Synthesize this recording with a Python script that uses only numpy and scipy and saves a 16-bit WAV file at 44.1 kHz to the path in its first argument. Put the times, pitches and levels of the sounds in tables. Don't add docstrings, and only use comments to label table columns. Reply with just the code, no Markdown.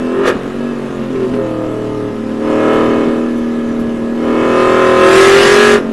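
import sys
import numpy as np
from scipy import signal
from scipy.io import wavfile
from scipy.ndimage import uniform_filter1d

SR = 44100
rng = np.random.default_rng(int(sys.argv[2]) if len(sys.argv) > 2 else 0)


def voltage_ratio(decibels):
    exponent = np.asarray(decibels, float) / 20
    return 10 ** exponent


def wav_out(sig):
    wavfile.write(sys.argv[1], SR, np.round(np.clip(np.atleast_2d(sig).T, -1, 1) * 32767).astype(np.int16))


N = 261072
HOP = 128

# [t/s, exhaust level/dB, throttle/0-1]
DRIVE = [(0, -40.5, 0.09), (.5, -41, 0.04), (1.2, -39.5, 0.05), (2.2, -41, .01), (2.38, -37.5, .04),
         (2.5, -30, 0.21), (2.75, -27, .3), (3.05, -30, 0.15), (3.35, -38.5, 0.08), (3.75, -37.5, 0.03),
         (4.15, -39, 0.03), (4.28, -30, 0.15), (4.6, -28.5, 0.47), (4.97, -29, .55), (5.18, -29, 1),
         (5.74, -30, 0.89), (5.82, -34.5, 0), (5.92, -37, 0.01)]
# [t/s, cycle rate f/Hz]
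SPEED = [(.1, 41.7), (.23, 44.8), (.45, 45.3), (.65, 48.2), (.89, 45.8), (1.5, 39.9), (2.26, 37.3),
         (2.51, 38.7), (2.88, 39.8), (3.3, 39.9), (4.0, 38.8), (4.48, 40.4), (4.76, 41.5), (4.96, 41.3),
         (5.13, 42.2), (5.62, 46.2), (5.72, 46.3), (5.8, 45.3)]
# [t/s, engine braking/0-1, brake pedal eased off/0-1]
OVERRUN = [
    (.3, 0, 0),
    (.45, .17, 0),
    (1.28, .46, 0),
    (1.42, .98, 0),
    (1.66, .98, 0),
    (1.76, .98, 1),
    (2.1, .98, 1),
    (2.17, .2, 0),
    (2.42, 0, 0),
]
# [multiple of the cycle, level/dB throttle shut, level/dB full load]
ORDERS_DB = [(2, -32, -10.5), (4, -11, -19.5), (7, -4, -11), (10, -10.5, -19.5), (11, -15, -11),
             (12, -18, -9.5), (13, -21, -4), (14, -12, -9), (15, -30, -16), (16, -16, -5.5),
             (17, -28.5, -5.5), (18, -28.5, -6), (19, -15, -10.5), (20, -18.5, -8.5), (21, -17.5, -6),
             (22, -28, -10), (23, -20.5, -7.5), (24, -18.5, -10.5), (25, -18, -1), (26, -31, -0.5),
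             (27, -19.5, -4), (28, -21.5, -6), (29, -38, -10), (30, -20.5, 1), (31, -20.5, -3.5),
             (32, -23.5, 0.5), (33, -21.5, -1), (34, -22.5, -5.5), (35, -17.5, -11), (36, -30.5, 0.5)]
# [multiple, level/dB]
BRAKING_DB = [(2, -1), (3, 18.1), (4, 8), (5, 6), (6, -2.9), (7, 16.5), (8, 8.1), (9, 1.1), (10, 4.5),
              (11, 2.5), (12, 7), (13, 22), (14, -27.5), (15, 1), (16, 15.5), (17, 10.5), (18, 4), (19, -5),
              (20, -2), (21, 15.5), (22, 11), (23, 5.5), (24, 9)]
EASED = [7, 8, 10, 11, 13, 14, 16]
EASED_DB = [1.5, -3, 4, 5.5, -8.5, 2, -3]
# [f/Hz, width/Hz, level/dB]
CABIN = [(241.7, 13.9, 26), (326, 7, -9), (409.2, 21, 25), (429.6, 24, 22.5), (532.3, 27, 21.5),
         (624.5, 5.4, 16), (667, 59, 11.5), (785, 8.8, 9), (883.6, 7.9, 12), (1026.6, 52, 12.5),
         (1228.5, 18.8, 14.5), (1295.4, 16, 13), (1410, 7.9, 12), (1677, 30, 15)]
# [f/Hz, width/Hz, level/dB]
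CABIN_HIGH = [(1837, 50, 13.5), (2193, 51, 7.5), (2653, 144, 11), (2980, 150, 10.5), (3610, 520, 8)]
BOOMS = [3, 5, 6, 8, 9]
# [throttle/0-1, then rms level/dB of each booming multiple]
BOOM_DB = [(0, -40.5, -16.5, -15, -33, -28.5), (.1, -41.5, -19.5, -16, -20.5, -32.5),
           (.26, -31.5, -16, -17.5, -16.5, -23.5), (.43, -33, -10, -20.5, -26, -14.5),
           (.56, -30, -9.5, -18, -23.5, -12), (.75, -34, -5, -32, -14.5, -7),
           (.92, -30, -10.5, -22, -14, -8.5), (.99, -29.5, -25.5, -27, -16.5, -7)]
# [rms level/dB under braking, how early braking takes over, share of the resonances
BOOM_BRAKING = [(-28.5, 0.39, 0.012), (-32.5, 2.5, 1.37), (-32, 0.34, 0.79), (-20.5, 4.9, 0.01),
                (-35, 0.58, 0.01)]
REVVING_DB = [2, 3, -2, 12, 16.5]
# [t/s, peak level/dB, ring f/Hz]
POPS = [(0.255, -13.5, 252), (0.27, -7, 449), (0.988, -10.5, 240), (1.028, -11.5, 226), (1.1, -12, 258),
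        (1.155, -8.5, 394), (1.201, -10.5, 379), (1.229, -8, 239), (1.249, -11, 375), (1.334, -3.5, 248),
        (1.36, -9, 403), (2.159, -10.5, 232), (2.197, -18.5, 219), (2.308, -14, 217), (5.855, -13, 228),
        (5.885, -12.5, 226)]
# [f/Hz, level/dB per Hz]
ROAR = [(59, -31), (100, 0.5), (179, -15.5), (236, 6.5), (289, -4.5), (527, 0.5), (781, -12.5),
        (1240, -3.5), (1520, -9), (6000, -31.5), (7800, -72), (13200, -120)]
# [f/Hz, level/dB per Hz]
HISS = [(1180, -34), (2000, 0), (2120, -2), (2340, -3.5), (2720, -2.5), (4670, -11), (7270, -14),
        (11100, -22.5), (12000, -25), (15600, -60), (22000, -120)]
# [f/Hz, level/dB per Hz]
ROAD = [(8.8, -65), (15, -13), (49, -18.5), (150, -19.5), (234, -8.5), (280, -14), (544, -20), (848, -25.5),
        (1510, -29), (1690, -27.5), (3000, -60), (3900, -76), (6600, -120)]
# [t/s, rms level/dB]
WHINE = [
    (2.9, -67),
    (3.2, -44),
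    (3.7, -42.5),
    (4.15, -42.5),
    (4.352, -58),
]
# [t/s, peak level/dB]
TICKS = [
    (1.3494, -37),
    (1.9994, -45),
    (2.7394, -36),
    (2.8694, -39),
    (3.3742, -34),
    (3.7933, -32),
    (4.5994, -38),
]
# [f/Hz, level/dB]
APART = [(60, -24), (120, -32.5), (220, -38.5), (430, -40), (830, -22.5), (1610, -31), (3100, -28),
         (5990, -23.5), (11600, -26)]
# [f/Hz, share of blocks/0-1]
APART_SHARE = [(100, .8), (1400, .7), (3000, .45), (6000, .35), (12000, 0.1)]

BLIP_S, SWELL_S, EBB_S, STAB_S, BLIP_DB, BLIP_THROTTLE = 0.284, 0.22, 0.073, 0.022, 8, 0.72
REVVING_S, REVVING_WIDTH_S = 0.21, 0.065
BRAKING_LEVEL_DB, BRAKING_LOAD, SHUT_LOAD, LOAD_PER_THROTTLE = -3, 0.32, 0.12, 1.283
STEADY, FLAT_OUT, COASTING, POPPING, POP_S = 0.05, 0.32, 0.17, 0.2, 0.035
UPPER_SHUT_DB, UPPER_FULL_DB, SHOULDER_DB, SHOULDER_ORDERS, EVEN_DB = -30, -13, 11, 4.6, -2.5
KICK_DB, KICK_HZ, SHARPEN, PIVOT_DB, BOOM_PEAK_DB = 20, 14.2, 0.13, 13, 26
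ROAR_DB, ROAR_PER_LEVEL, ROAR_THROTTLE_DB, ROAR_BLIP_DB = -42, 0.89, 7.5, 11.5
ROAR_SURGE_DB, ROAR_EBB_S = 1.2, 0.46
HISS_DB, HISS_THROTTLE_DB, ROAD_DB, TEETH = -51, 29, -31.5, 43


def evened(x):
    return x / np.sqrt(np.mean(abs(x) ** 2) + 1e-20)


def follow(rows, t):
    s, *columns = np.transpose(rows)
    return [np.interp(t, s, c) for c in columns]


def read(points, hz):
    f, value = np.transpose(points)
    return np.interp(np.log(hz + 1), np.log(f + 1), value)


def drift(shape, frames):
    a, b = rng.standard_normal((2,) + shape)
    smooth = signal.windows.hann(int(frames) + 3)[None]
    return evened(signal.fftconvolve(a + 1j * b, smooth, "same", axes=1))


def cycles():
    return np.cumsum(follow(SPEED, np.arange(N) / SR)[0]) / SR


def near_pop(t, s):
    return np.exp(-0.5 * ((t - s - 0.02) / POP_S) ** 2)


def controls(t):
    level_db, throttle = follow(DRIVE, t)
    braking = follow(OVERRUN, t)[0]
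    swell = np.exp(-abs(t - BLIP_S) / np.where(t < BLIP_S, SWELL_S, EBB_S))
    throttle = throttle + BLIP_THROTTLE * np.exp(-0.5 * ((t - BLIP_S) / STAB_S) ** 2)
    popping = np.minimum(sum(near_pop(t, s) for s, db, hz in POPS), 1)
    level_db = level_db + BLIP_DB * swell + BRAKING_LEVEL_DB * braking ** 2
    return level_db, throttle, braking, swell, popping


def cabin(hz):
    modes = CABIN + CABIN_HIGH
    detune = [2 * (hz - f) / width for f, width, db in modes]
    powers = [voltage_ratio(db) ** 2 / (1 + d ** 2) for d, (f, width, db) in zip(detune, modes)]
    power = 1 + sum(powers)
    return power, -sum(p * np.arctan(d) for p, d in zip(powers, detune)) / power


def noise(spectrum, ring, patchy_db):
    hz = np.fft.rfftfreq(1024, 1 / SR)
    a, b, patches = rng.standard_normal((N // 256 + 5, 513, 3)).T
    patches = evened(uniform_filter1d(uniform_filter1d(patches, 10, axis=0), 10, axis=1))
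    colour = voltage_ratio(read(spectrum, hz)) * cabin(hz)[0] ** (ring / 2)
    z = (a + 1j * b) * colour[:, None] * voltage_ratio(patchy_db * patches)
    return signal.istft(z, nperseg=1024, noverlap=768)[1][:N]


def microphone_hiss():
    return voltage_ratio(-52.5) * rng.standard_normal(N)


def road():
    level_db = controls(np.arange(N) / SR)[0]
    return voltage_ratio(ROAD_DB + 0.28 * (level_db + 50.5)) * evened(noise(ROAD, 0.056, 2.7))


def rattles():
    out, t = np.zeros(N + 2000), np.arange(2000) / SR
    high = signal.butter(2, 6500, "high", fs=SR)
    bursts = signal.lfilter(*high, rng.standard_normal((len(TICKS), 2000)))
    envelope = (1 - np.exp(-t / 0.003)) * np.exp(-t / 0.016)
    for (s, db), burst in zip(TICKS, bursts):
        out[round(s * SR):][:2000] += voltage_ratio(db - 5) * burst * envelope
    return out[:N]


def gears():
    level = voltage_ratio(np.interp(np.arange(N) / SR, *np.transpose(WHINE), left=-99, right=-99))
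    waver = 1 + 0.45 * drift((1, N), 3000)[0]
    return np.sqrt(2) * level * (waver * np.exp(2j * np.pi * TEETH * cycles())).real


def puffs(gap=0.43):
    turns = cycles()
    return np.exp(-(turns % 1) / 0.15) + np.exp(-((turns - gap) % 1) / 0.043)


def intake_hiss():
    throttle = controls(np.arange(N) / SR)[1]
    level = voltage_ratio(HISS_DB + HISS_THROTTLE_DB * throttle + 7)
    return level * evened(noise(HISS, 0.078, 2.2)) * evened(1 + 0.51 * puffs())


def exhaust_roar():
    t = np.arange(N) / SR
    level_db, throttle, braking, swell, popping = controls(t)
    after_blip = np.where(t < BLIP_S, swell ** 3, np.exp((BLIP_S - t) / ROAR_EBB_S))
    surge = throttle * drift((1, N), 3000)[0].real
    roar_db = ROAR_DB + ROAR_PER_LEVEL * (level_db + 40) + ROAR_THROTTLE_DB * throttle
    roar_db = roar_db + ROAR_BLIP_DB * after_blip + ROAR_SURGE_DB * surge
    return voltage_ratio(roar_db + 7) * evened(noise(ROAR, 0.54, 1.03)) * evened(1 + 0.8 * puffs())


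def pops():
    out, t = np.zeros(N + 3000), np.arange(3000) / SR
    band = signal.butter(2, [700, 2600], "band", fs=SR)
    rasp = signal.lfilter(*band, rng.standard_normal((len(POPS), 3000)))
    envelope = (1 - np.exp(-t / 0.004)) * np.exp(-t / 0.031)
    for (s, db, hz), puff in zip(POPS, rasp):
        ring = np.sin(2 * np.pi * hz * t) + 0.62 * puff * np.exp(-t / 0.015)
        out[round(s * SR):][:3000] += voltage_ratio(db - 5.5) * ring * envelope
    return out[:N]


def multiples_db(k, load, braking, fall_db=0.28, scatter_db=4.5):
    known, shut_db, full_db = np.transpose(ORDERS_DB)
    shut_db = np.interp(k, known, shut_db, right=UPPER_SHUT_DB)
    full_db = np.interp(k, known, full_db, right=UPPER_FULL_DB)
    above = np.maximum(k - known[-1], 0)
    shoulder_db = (SHOULDER_DB + EVEN_DB * (-1.) ** k) * np.exp(-above / SHOULDER_ORDERS)
    scatter = scatter_db * rng.standard_normal((len(k), 1))
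    beyond_db = (above > 0) * (scatter - fall_db * above + load * shoulder_db)
    braking_db = np.interp(k, np.arange(len(BRAKING_DB)) + 2.5, np.transpose(BRAKING_DB)[1], right=2.5)
    return shut_db * (1 - load) + full_db * load + beyond_db + braking * braking_db


def booms_db(t, throttle, braking, swell, power_db):
    braked_db, early, share = np.transpose(BOOM_BRAKING)[:, :, None]
    held = braking ** early
    revving = np.exp(-0.5 * ((t - REVVING_S) / REVVING_WIDTH_S) ** 2)
    driven_db = follow(BOOM_DB, throttle * (1 - swell)) + np.outer(REVVING_DB, revving)
    return (driven_db + share * (power_db - BOOM_PEAK_DB)) * (1 - held) + braked_db * held


def engine(spread=0.038, unsteady=0.0068, gap=0.39, second=0.84, ring=0.53):
    t = np.arange(N // HOP + 2) * HOP / SR
    speed_hz = follow(SPEED, t)[0]
    level_db, throttle, braking, swell, popping = controls(t)
    load = SHUT_LOAD + LOAD_PER_THROTTLE * throttle + BRAKING_LOAD * braking ** 2 + 0.52 * swell
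    load = np.clip(load, 0, 1)
    lingering = np.clip(2 * uniform_filter1d(throttle, size=80) - 0.9, 0, 1)
    uneven = STEADY + FLAT_OUT * (lingering + swell)
    uneven = uneven + COASTING * 4 * braking * (1 - braking) + POPPING * popping

    first = 2
    k = np.arange(first, 92)[:, None]
    power, phase = cabin(k * speed_hz)
    power_db = 10 * np.log10(power)
    db = multiples_db(k, load, braking) + level_db
    db = db + power_db + SHARPEN * braking ** 2 * (power_db - PIVOT_DB)
    rows = np.subtract(BOOMS, first)
    db[rows] = booms_db(t, throttle, braking, swell, power_db[rows])
    db[np.subtract(EASED, first)] += np.outer(EASED_DB, follow(OVERRUN, t)[1])
    for s, pop_db, hz in POPS:
        near_ring = np.exp(-0.5 * ((k * speed_hz - hz) / KICK_HZ) ** 2)
        db = db + (KICK_DB + pop_db) * near_pop(t, s) * near_ring

    phase = ring * phase + np.angle(1j + 1j * second * np.exp(-2j * np.pi * gap * k))
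    phase = phase + spread * k * rng.standard_normal((len(k), 1))
    depth = np.clip(uneven + unsteady * k, 0, 0.95) * np.where(np.isin(k, BOOMS), 0.4, 1)
    shake = 0.88 * drift(db.shape, 60) + 0.47 * drift(db.shape, 9)
    z = voltage_ratio(db) * np.sqrt(2) * np.exp(1j * phase)
    z = z * (np.sqrt(1 - depth ** 2) + depth * shake)

    at, turn = np.arange(N) / HOP, np.exp(2j * np.pi * cycles())
    out, spin = np.zeros(N), turn
    for row in z:
        spin = spin * turn
        out += (np.interp(at, np.arange(len(t)), row) * spin).real
    return out


def scene():
    background = microphone_hiss() + road() + rattles() + gears()
    mono = background + intake_hiss() + exhaust_roar() + pops() + engine()
    return np.array([mono, mono])


def starved(mono, hole_db=-82, slope_db=-4.5):
    hz, t, z = signal.stft(mono, SR, nperseg=2048, noverlap=1536)
    power = abs(uniform_filter1d(uniform_filter1d(abs(z) ** 2, size=3, axis=0), size=5, axis=1))
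    limit = voltage_ratio(hole_db + slope_db * np.log2(hz / 10000 + 0.01))[:, None] ** 2
    keep = (power > limit) | (hz < 3500)[:, None]
    return signal.istft(z * keep, nperseg=2048, noverlap=1536)[1][:N]


def apart(mono, lift_db=2.5):
    hz, t, z = signal.stft(mono, SR, nperseg=2048, noverlap=1024)
    band = (np.log(1 + hz / 1500) * 14).astype(int)
    a, b = rng.standard_normal((2,) + z.shape)
    blocks = rng.random((64, len(t)))
    share = np.clip(read(APART_SHARE, hz), 0.02, 1)[:, None]
    nearby = abs(uniform_filter1d(abs(z) ** 2, 9, axis=0))
    level = np.sqrt(nearby / share) * voltage_ratio(read(APART, hz)[:, None] + lift_db)
    grain = (a + 1j * b) * level * (blocks[band] < share)
    return signal.istft(grain, nperseg=2048, noverlap=1024)[1][:N]


def band_limit(x):
    return signal.sosfilt(signal.butter(12, 12160, fs=SR, output="sos"), x)


def record(dry):
    bent = dry[0] / (1 + abs(dry[0] / 1.03) ** 6.5) ** (1 / 6.5)
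    kept = starved(np.clip(bent + 0.009, -0.995, 0.995))
    mix = kept + apart(kept) * np.array([[1], [-1]])
    return band_limit(mix)


dry = scene()
out = record(dry)
wav_out(out)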